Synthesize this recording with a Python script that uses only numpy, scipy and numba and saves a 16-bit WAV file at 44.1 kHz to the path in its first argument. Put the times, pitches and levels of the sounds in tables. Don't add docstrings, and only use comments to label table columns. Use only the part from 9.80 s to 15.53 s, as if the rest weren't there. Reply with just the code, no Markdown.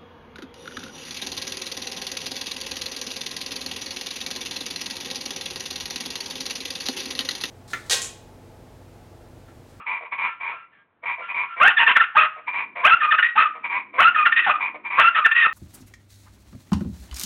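import sys
import numpy as np
from scipy import signal
from scipy.fft import rfft, irfft
from scipy.io import wavfile
from scipy.ndimage import uniform_filter1d
from numba import njit

SR = 44100
rng = np.random.default_rng(int(sys.argv[2]) if len(sys.argv) > 2 else 0)


def generate_wav(signal):
    frames = np.transpose(np.atleast_2d(signal))
    scaled = np.clip(frames, -1, 1) * 32767
    pcm = np.round(scaled).astype(np.int16)
    wavfile.write(sys.argv[1], SR, pcm)


N = 252693
T = np.arange(N) / SR

# t/s, length/s, level/dB, end level/dB, top f/Hz, roughness/0-1, end roughness/0-1, period doubling/0-1
SCREAM_NOTES = [ (1.803, 0.088, -9.5, -10, 1852, 0.25, 0.37, 0.38),
                (3.04, 0.045, -7, -13.5, 1639, .27, 0.52, 0.4),
                (4.186, .053, -8.5, -15, 1899, 0.25, .85, .7), (5.181, .044, -7.5, -15, 1544, 0.5, 1, 0.8),
                ]
# t/s, length/s, lead/s, lead level/dB, f/Hz, level/dB, end level/dB, roughness/0-1, period doubling/0-1
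YELP_NOTES = [ (1.972, 0.068, .017, -9.5, 1860, -13.5, -14.5, 0.46, 0.61),
              (2.069, .05, 0.00604, -2, 1985, -13.5, -13.5, 0.78, 1),
              (2.158, .025, .006, -8, 1380, -7, -19, 0.75, 0.1),
              (2.203, 0.028, .004, -10, 1345, -8, -19, 0.4, 0.05),
              (3.209, .048, .007, -17, 1220, -17, -11, 0.27, 0),
              (3.313, 0.037, .009, -10, 1260, -15, -10.5, 0.29, .1),
              (3.383, 0.018, .003, -16.5, 1440, -9.5, -15.5, 0.38, 0),
              (4.349, 0.065, .009, -18, 1230, -16, -12.5, .24, .05),
              (4.456, .027, .003, -11.5, 1362, -6.5, -20.5, 0.55, 0.1),
              (5.349, .048, .004, -18, 1245, -17.5, -15, 0.7, .1),
              (5.449, 0.029, .01, -7.5, 1355, -6.5, -29.5, 0.45, .1), ]
# t/s, length/s, grunt/s, grunt f/Hz, grunt end f/Hz,
# grunt level/dB, level/dB, end level/dB, period doubling/0-1
SQUAWK_NOTES = [ (2.357, .101, .008, 837.3, 935.5, -16, -6.5, -18.5, 0.27),
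                (3.56, 0.079, .014, 819.8, 913, -18.5, -8, -16, .06),
                (4.666, 0.056, .029, 855.4, 699.2, -14.5, -13.5, -22.5, 0.7), ]
# t/s, length/s, f/Hz, end f/Hz, level/dB, end level/dB, roughness/0-1
WHISTLE_NOTES = [ (1.901, 0.01361, 1444, 1410, -21, -18, 0.78), (2.24, 0.003912, 1806, 1800, -15, -26, .45),
                 (3.092, .013, 1506, 1484, -21, -14, 1.01), (3.107, .035, 1294, 1385, -10.5, -8, .19),
                 (3.271, .032, 1219, 1217, -18.5, -18, 0.08),
                 (3.429, 0.0041, 1824, 1782, -10.5, -9.5, 0.33),
                 (3.445, .024, 1892, 1905, -14.5, -17, 0.24), (3.489, .055, 1895, 1900, -18.5, -47, .1),
                 (3.659, .01, 1231, 1218, -17.5, -17, 0.22), (4.246, .045, 1291, 1403, -7.5, -12, .2),
                 (4.418, .02, 1230, 1219, -13, -13.5, .05), (4.526, .009, 1789, 1823, -8, -22.5, 0.31),
                 (4.565, .04, 1830, 1895, -13.5, -15, 0.38), (4.62, .036, 1894, 1788, -28.5, -19.5, 0.41),
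                 (4.74, .022, 1217, 1227, -24.5, -15.5, .12), (5.233, .054, 1285, 1401, -12, -11, 0.3),
                 (5.409, 0.021, 1238, 1220, -25.5, -16, 0), (5.517, .012, 1810, 1820, -11.5, -21, 0.36),
                 (5.555, .04, 1899, 1909, -14, -14, 0.3), (5.6, 0.044, 1864, 1820, -13.5, -13.5, 0.3),
                 (5.651, .018, 1392, 1239, -14.5, -13, 0.4), (5.667, 0.033, 1868, 1841, -27, -27.5, 0), ]
# multiple of pitch, level/dB
PARTIALS = [(.5, 9.5), (1, 4.0), (1.5, -3.5), (2, -14)]
# f/Hz, level/dB
SHRIEK_EQ = [(300, -27), (650, -20.5), (950, -10.5), (1250, -2), (1550, -3), (1850, -2), (2250, -2),
             (2700, 7.5), (3100, 2), (3500, -1), (4200, -28.5)]
# f/Hz, level/dB
HISS_EQ = [(25, -46), (90, -22.5), (400, -13.5), (700, -12), (1300, 11.5), (2800, 4), (3500, 2.5),
           (4200, -7)]
# t/s, length/s, crest position/0-1, level/dB, beak opening/0-1
RATTLE_NOTES = [ (.068, 0.12, 0.36, -23.5, 1), (.21, 0.035, 0.77, -35.5, .25), (.25, 0.03, 0.22, -35.5, .8),
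                (.322, 0.041, 0.08, -24, .96), (.383, 0.11, .6, -22, .97), (.608, 0.13, 0.67, -27, .82),
                (.725, 0.031, 0, -33.5, .38), (1.236, 0.018, .5, -31.5, .45), (1.257, .096, 0.4, -23, 0.97),
                (1.385, 0.051, 0.51, -33, .45), (1.49, 0.041, 0.56, -25, .95),
                (1.547, 0.11, 0.56, -22, .99), (1.77, 0.051, 0.99, -27.5, .6),
                (2.565, 0.039, 0.63, -42.5, .15), (2.677, 0.034, 0.2, -21.5, .97),
                (2.735, 0.11, 0.44, -22, .98), (2.96, 0.079, 0.7, -27.5, .55), (3.75, .036, .1, -38.5, .25),
                (3.843, 0.034, 0.13, -22.5, 1), (3.9, 0.11, .55, -22, .97), (4.14, 0.051, 0.95, -30, .5),
                (4.805, 0.085, 0.24, -21, .98), (4.945, 0.024, .6, -34, .05), (5.05, 0.04, 0.43, -25.5, 1),
                (5.105, .077, 0.9, -22.5, 1), ]
# f/Hz, width/Hz, level/dB
THROAT_MODES = [(1016.4, 120, -1.5), (1716, 130, -10.5), (1982, 83, -3.5), (2222, 45, 3.5),
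                (2390, 42.4, 7.5)]
# f/Hz, level/dB
RATTLE_HISS_EQ = [(25, -17), (90, -6), (400, -4.5), (700, -1.5), (1300, 0), (2800, 3.5), (3500, -4),
                  (4200, -9.5)]
# t/s, length/s, f/Hz, end f/Hz, level/dB, end level/dB, hiss/tone ratio
FAR_NOTES = [ (0, 0.039, 1275, 1261, -28, -44, 0.21), (0.442, 0.16, 1327, 1368, -23, -55.5, 0.52),
             (0.686, .15, 1304, 1350, -28.5, -45, 0.33), (0.915, 0.095, 1770, 1583, -55.5, -57.5, 1),
             (1.418, 0.056, 1366, 1394, -33.5, -34, 0.62), (1.635, 0.1, 1287, 1358, -40, -30.5, 0.31), ]
# f/Hz, level/dB
TREES_EQ = [(2500, 2.5), (3300, -6)]
# delay/s, gain
PORCH_SLAPS = [(.0044, 0.3), (.01, 0.17), (.03, 0.063)]
# f/Hz, level/dB
REVERB_EQ = [(400, 0), (1300, 1), (2400, -1.0), (3600, -4.0)]
# f/Hz, level/dB
HUSH_EQ = [(25, -20.5), (100, -4), (220, -7), (450, -8), (1400, -8.5), (4000, -29.5)]
# t/s, level/dB
DRONE_LEVELS = [(2.3, -88.5), (2.85, -62.5), (3.4, -75.5), (3.95, -62), (5.0, -62), (5.7, -79)]

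BREAK_S = 0.004108


def shrieking_bird():
    notes = [scream(*row) for row in SCREAM_NOTES] + [yelp(*row) for row in YELP_NOTES]
    notes += [squawk(*row) for row in SQUAWK_NOTES] + [glide(*row, 0) for row in WHISTLE_NOTES]
    gate, hz, db, rough, doubling = phrase(notes, attack_s=0.003, release_s=0.0057)
    rough, doubling = np.clip(rough, 0, 1), np.clip(doubling, 0, 1)
    jitter = (0.0047 + 0.0349 * rough) * wobble(112.8) + 0.06235 * rough * wobble(429)
    phase = phase_rad(hz * (1 + jitter))
    membrane = 0
    for k, partial_db in PARTIALS:
        flicker_db = (2 if k == 1 else 4) * wobble(55)
        weight = doubling if k % 1 else 1
        membrane += weight * undb(partial_db + flicker_db) * np.sin(k * phase)
    slow_membrane = np.sin(phase_rad(630 * (1 + .08 * wobble(300))))
    shake = 1 + rough * (0.75 * slow_membrane + 1.19 * wobble(620))
    voice = hold_power(equalise(membrane * shake, SHRIEK_EQ))
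    envelope = gate * undb(db + 0.46 * wobble(95))
    return envelope * (voice + (undb(-29) + undb(-8.5) * rough) * hiss(HISS_EQ))


def scream(t_s, length_s, db, end_db, top_hz, rough, end_rough, doubling):
    return [(t_s, 1020, db - 7.5, rough, doubling),
            (t_s + .016, 1248.4, db, rough, doubling),
            (t_s + length_s, top_hz, end_db, end_rough, doubling)]


def yelp(t_s, length_s, lead_s, lead_db, hz, db, end_db, rough, doubling):
    lead_hz, sag_hz_per_s, lead_rough = 1820, 7203, .22
    return [(t_s, lead_hz, lead_db - 4.5, lead_rough, 0),
            (t_s + lead_s, lead_hz - sag_hz_per_s * lead_s, lead_db, lead_rough, 0),
            (t_s + lead_s + BREAK_S, hz * 1.01904, db, rough, doubling),
            (t_s + length_s, hz, end_db, rough, doubling)]


def squawk(t_s, length_s, grunt_s, grunt_hz, grunt_end_hz, grunt_db, db, end_db, doubling):
    main_hz, scoop, sag = 1275, 0.04934, 0.024
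    grunt_rough, rough, end_rough = 0.38, .3, 0.596
    landing_s = t_s + grunt_s + BREAK_S
    return [(t_s, grunt_hz, grunt_db - 1.5, grunt_rough, 0),
            (t_s + grunt_s, grunt_end_hz, grunt_db, grunt_rough, 0),
            (landing_s, main_hz * (1 - scoop), db - 1, rough, doubling),
            (landing_s + .014, main_hz, db, rough, doubling),
            (t_s + length_s, main_hz * (1 - sag), end_db, end_rough, doubling)]


def glide(t_s, length_s, hz, end_hz, db, end_db, *timbre):
    return [(t_s, hz, db, *timbre), (t_s + length_s, end_hz, end_db, *timbre)]


def rattling_bird():
    gate, db, opening = phrase([rattle(*row) for row in RATTLE_NOTES], attack_s=.0042, release_s=.011)
    closed = 1 - np.clip(opening, 0, 1)
    pulse_hz = 198 * (1 - .25 * closed) * (1 + .024 * wobble(150))
    count = np.floor(phase_rad(pulse_hz) / (2 * np.pi))
    strong_weak = 1 - 0.59 * (count % 2)
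    pulses = np.diff(count, prepend=0) * strong_weak * undb(0.87 * wobble(150))
    source = pulses + .035 * rng.standard_normal(N)
    tuning = 1 + .012 * wobble(18) - .055 * closed

    def ring(hz, width_hz):
        return bandpass(bandpass(source, hz * tuning, width_hz), hz * tuning, 4 * width_hz)

    tilt_db_per_oct = -2.6 * closed
    throat = sum(ring(hz, width_hz) * undb(mode_db + tilt_db_per_oct * np.log2(hz / THROAT_MODES[0][0]))
                 for hz, width_hz, mode_db in THROAT_MODES)
    grunt = undb(3) * closed ** 2 * ring(720, 210)
    return gate * undb(db) * (hold_power(throat + grunt) + undb(-17.5) * hiss(RATTLE_HISS_EQ))


def rattle(t_s, length_s, crest, db, opening):
    swell_db, fade_db = 4, 9.5
    side = np.linspace(-1, 1, 9)
    times_s = t_s + length_s * np.interp(side, [-1, 0, 1], [0, np.clip(crest, .02, .98), 1])
    slack = np.abs(side) ** 1.6
    drop_db = slack * np.where(side < 0, swell_db, fade_db)
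    return np.transpose([times_s, db - drop_db, opening * (1 - 0.21 * slack)])


def far_bird():
    notes = [glide(*row) for row in FAR_NOTES]
    gate, hz, db, hiss_ratio = phrase(notes, attack_s=0.0049, release_s=0.007)
    phase = phase_rad(hz * (1 + .045 * wobble(300)))
    call = gate * undb(db - 2) * (np.sin(phase) + .25 * np.sin(2 * phase) + hiss_ratio * hiss(HISS_EQ))
    scatter = np.exp(-T[:SR // 8] / .018) * rng.standard_normal(SR // 8)
    scattered = signal.fftconvolve(call, scatter / np.linalg.norm(scatter))[:N]
    return equalise(scattered, TREES_EQ)


def hiss(spectrum):
    return unit_rms(equalise(rng.standard_normal(N), spectrum))


def porch(x, t60_s, wet_db, hill_t60_s, hill_db):
    t = T[:SR]
    tail = 0
    for decay_s, db in [(t60_s, wet_db), (hill_t60_s, hill_db)]:
        energy_norm = np.sqrt(2 * np.log(1000) / (decay_s * SR))
        tail += undb(db - 60 * t / decay_s) * rng.standard_normal(SR) * energy_norm
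    diffuse = signal.fftconvolve(x, tail * np.minimum(t / 0.009, 1))[:N]
    slaps = sum(gain * np.interp(T - delay_s, T, x, left=0) for delay_s, gain in PORCH_SLAPS)
    return x + slaps + equalise(diffuse, REVERB_EQ)


def valley():
    hush = undb(-67.5 + 1.5 * wobble(3.3)) * unit_rms(equalise(rng.standard_normal(N), HUSH_EQ))
    tone = np.sin(phase_rad(208 * (1 + 0.0073 * wobble(32))))
    noise_band = unit_rms(bandpass(rng.standard_normal(N), np.full(N, 295.), 70.))
    drone_db = np.interp(T, *np.transpose(DRONE_LEVELS))
    return hush + undb(drone_db) * (tone + 1.8 * noise_band)


def phrase(notes, attack_s, release_s):
    curves = np.zeros((len(notes[0][0]), N))
    for note in notes:
        times_s, *columns = np.transpose(note)
        near = np.flatnonzero((T > times_s[0] - .1) & (T < times_s[-1] + .2))
        t = T[near]
        early_s, late_s = np.maximum(times_s[0] - t, 0), np.maximum(t - times_s[-1], 0)
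        gate = np.exp(-early_s / attack_s - late_s / release_s)
        note_curves = np.array([gate] + [np.interp(t, times_s, column) for column in columns])
        curves[:, near] = np.where(gate > curves[0, near], note_curves, curves[:, near])
    return curves


@njit
def bandpass(x, hz, width_hz):
    y, band, low = np.empty(len(x)), 0., 0.
    for i in range(len(x)):
        g, damping = np.tan(np.pi * hz[i] / SR), width_hz / hz[i]
        v = (band + g * (x[i] + 1e-18 - low)) / (1 + g * (g + damping))
        band, low = 2 * v - band, low + 2 * g * v
        y[i] = damping * v
    return y


def equalise(x, points):
    hz, db = np.transpose(points)
    bins_hz = np.arange(N // 2 + 1) * SR / N
    return irfft(rfft(x) * undb(np.interp(np.log(bins_hz + 1), np.log(hz), db)), N)


def wobble(cutoff_hz):
    lowpass = signal.butter(2, cutoff_hz, fs=SR, output="sos")
    return unit_rms(signal.sosfilt(lowpass, rng.standard_normal(N)))


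def phase_rad(hz):
    return 2 * np.pi * np.cumsum(hz) / SR


def hold_power(x):
    return x / np.sqrt(np.abs(uniform_filter1d(x ** 2, size=900)) + 1e-12)


def unit_rms(x):
    return x / np.sqrt(np.mean(x ** 2))


def undb(db):
    return 10 ** (np.asarray(db) / 20)


def scene():
    birds = shrieking_bird() + undb(-.5) * rattling_bird() + far_bird()
    return (porch(birds, t60_s=0.29, wet_db=-9, hill_t60_s=0.76, hill_db=-20.5) + valley())[None]


def record(dry):
    ceiling, clip_level = .768, .715
    low_hz, band_hz, top_hz = 58, 3900, 15800
    rounded = ceiling * np.tanh(0.96 * dry / ceiling)
    low_cut = signal.sosfilt(signal.butter(2, low_hz, "high", fs=SR, output="sos"), rounded)
    taps = signal.firwin(101, band_hz, fs=SR, window=("kaiser", 7))
    narrow = signal.fftconvolve(low_cut, taps[None], mode="same")
    clipped = np.clip(narrow, -clip_level, clip_level)
    return signal.sosfilt(signal.ellip(8, .2, 70, top_hz, fs=SR, output="sos"), clipped)


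dry = scene()
out = record(dry)
generate_wav(out)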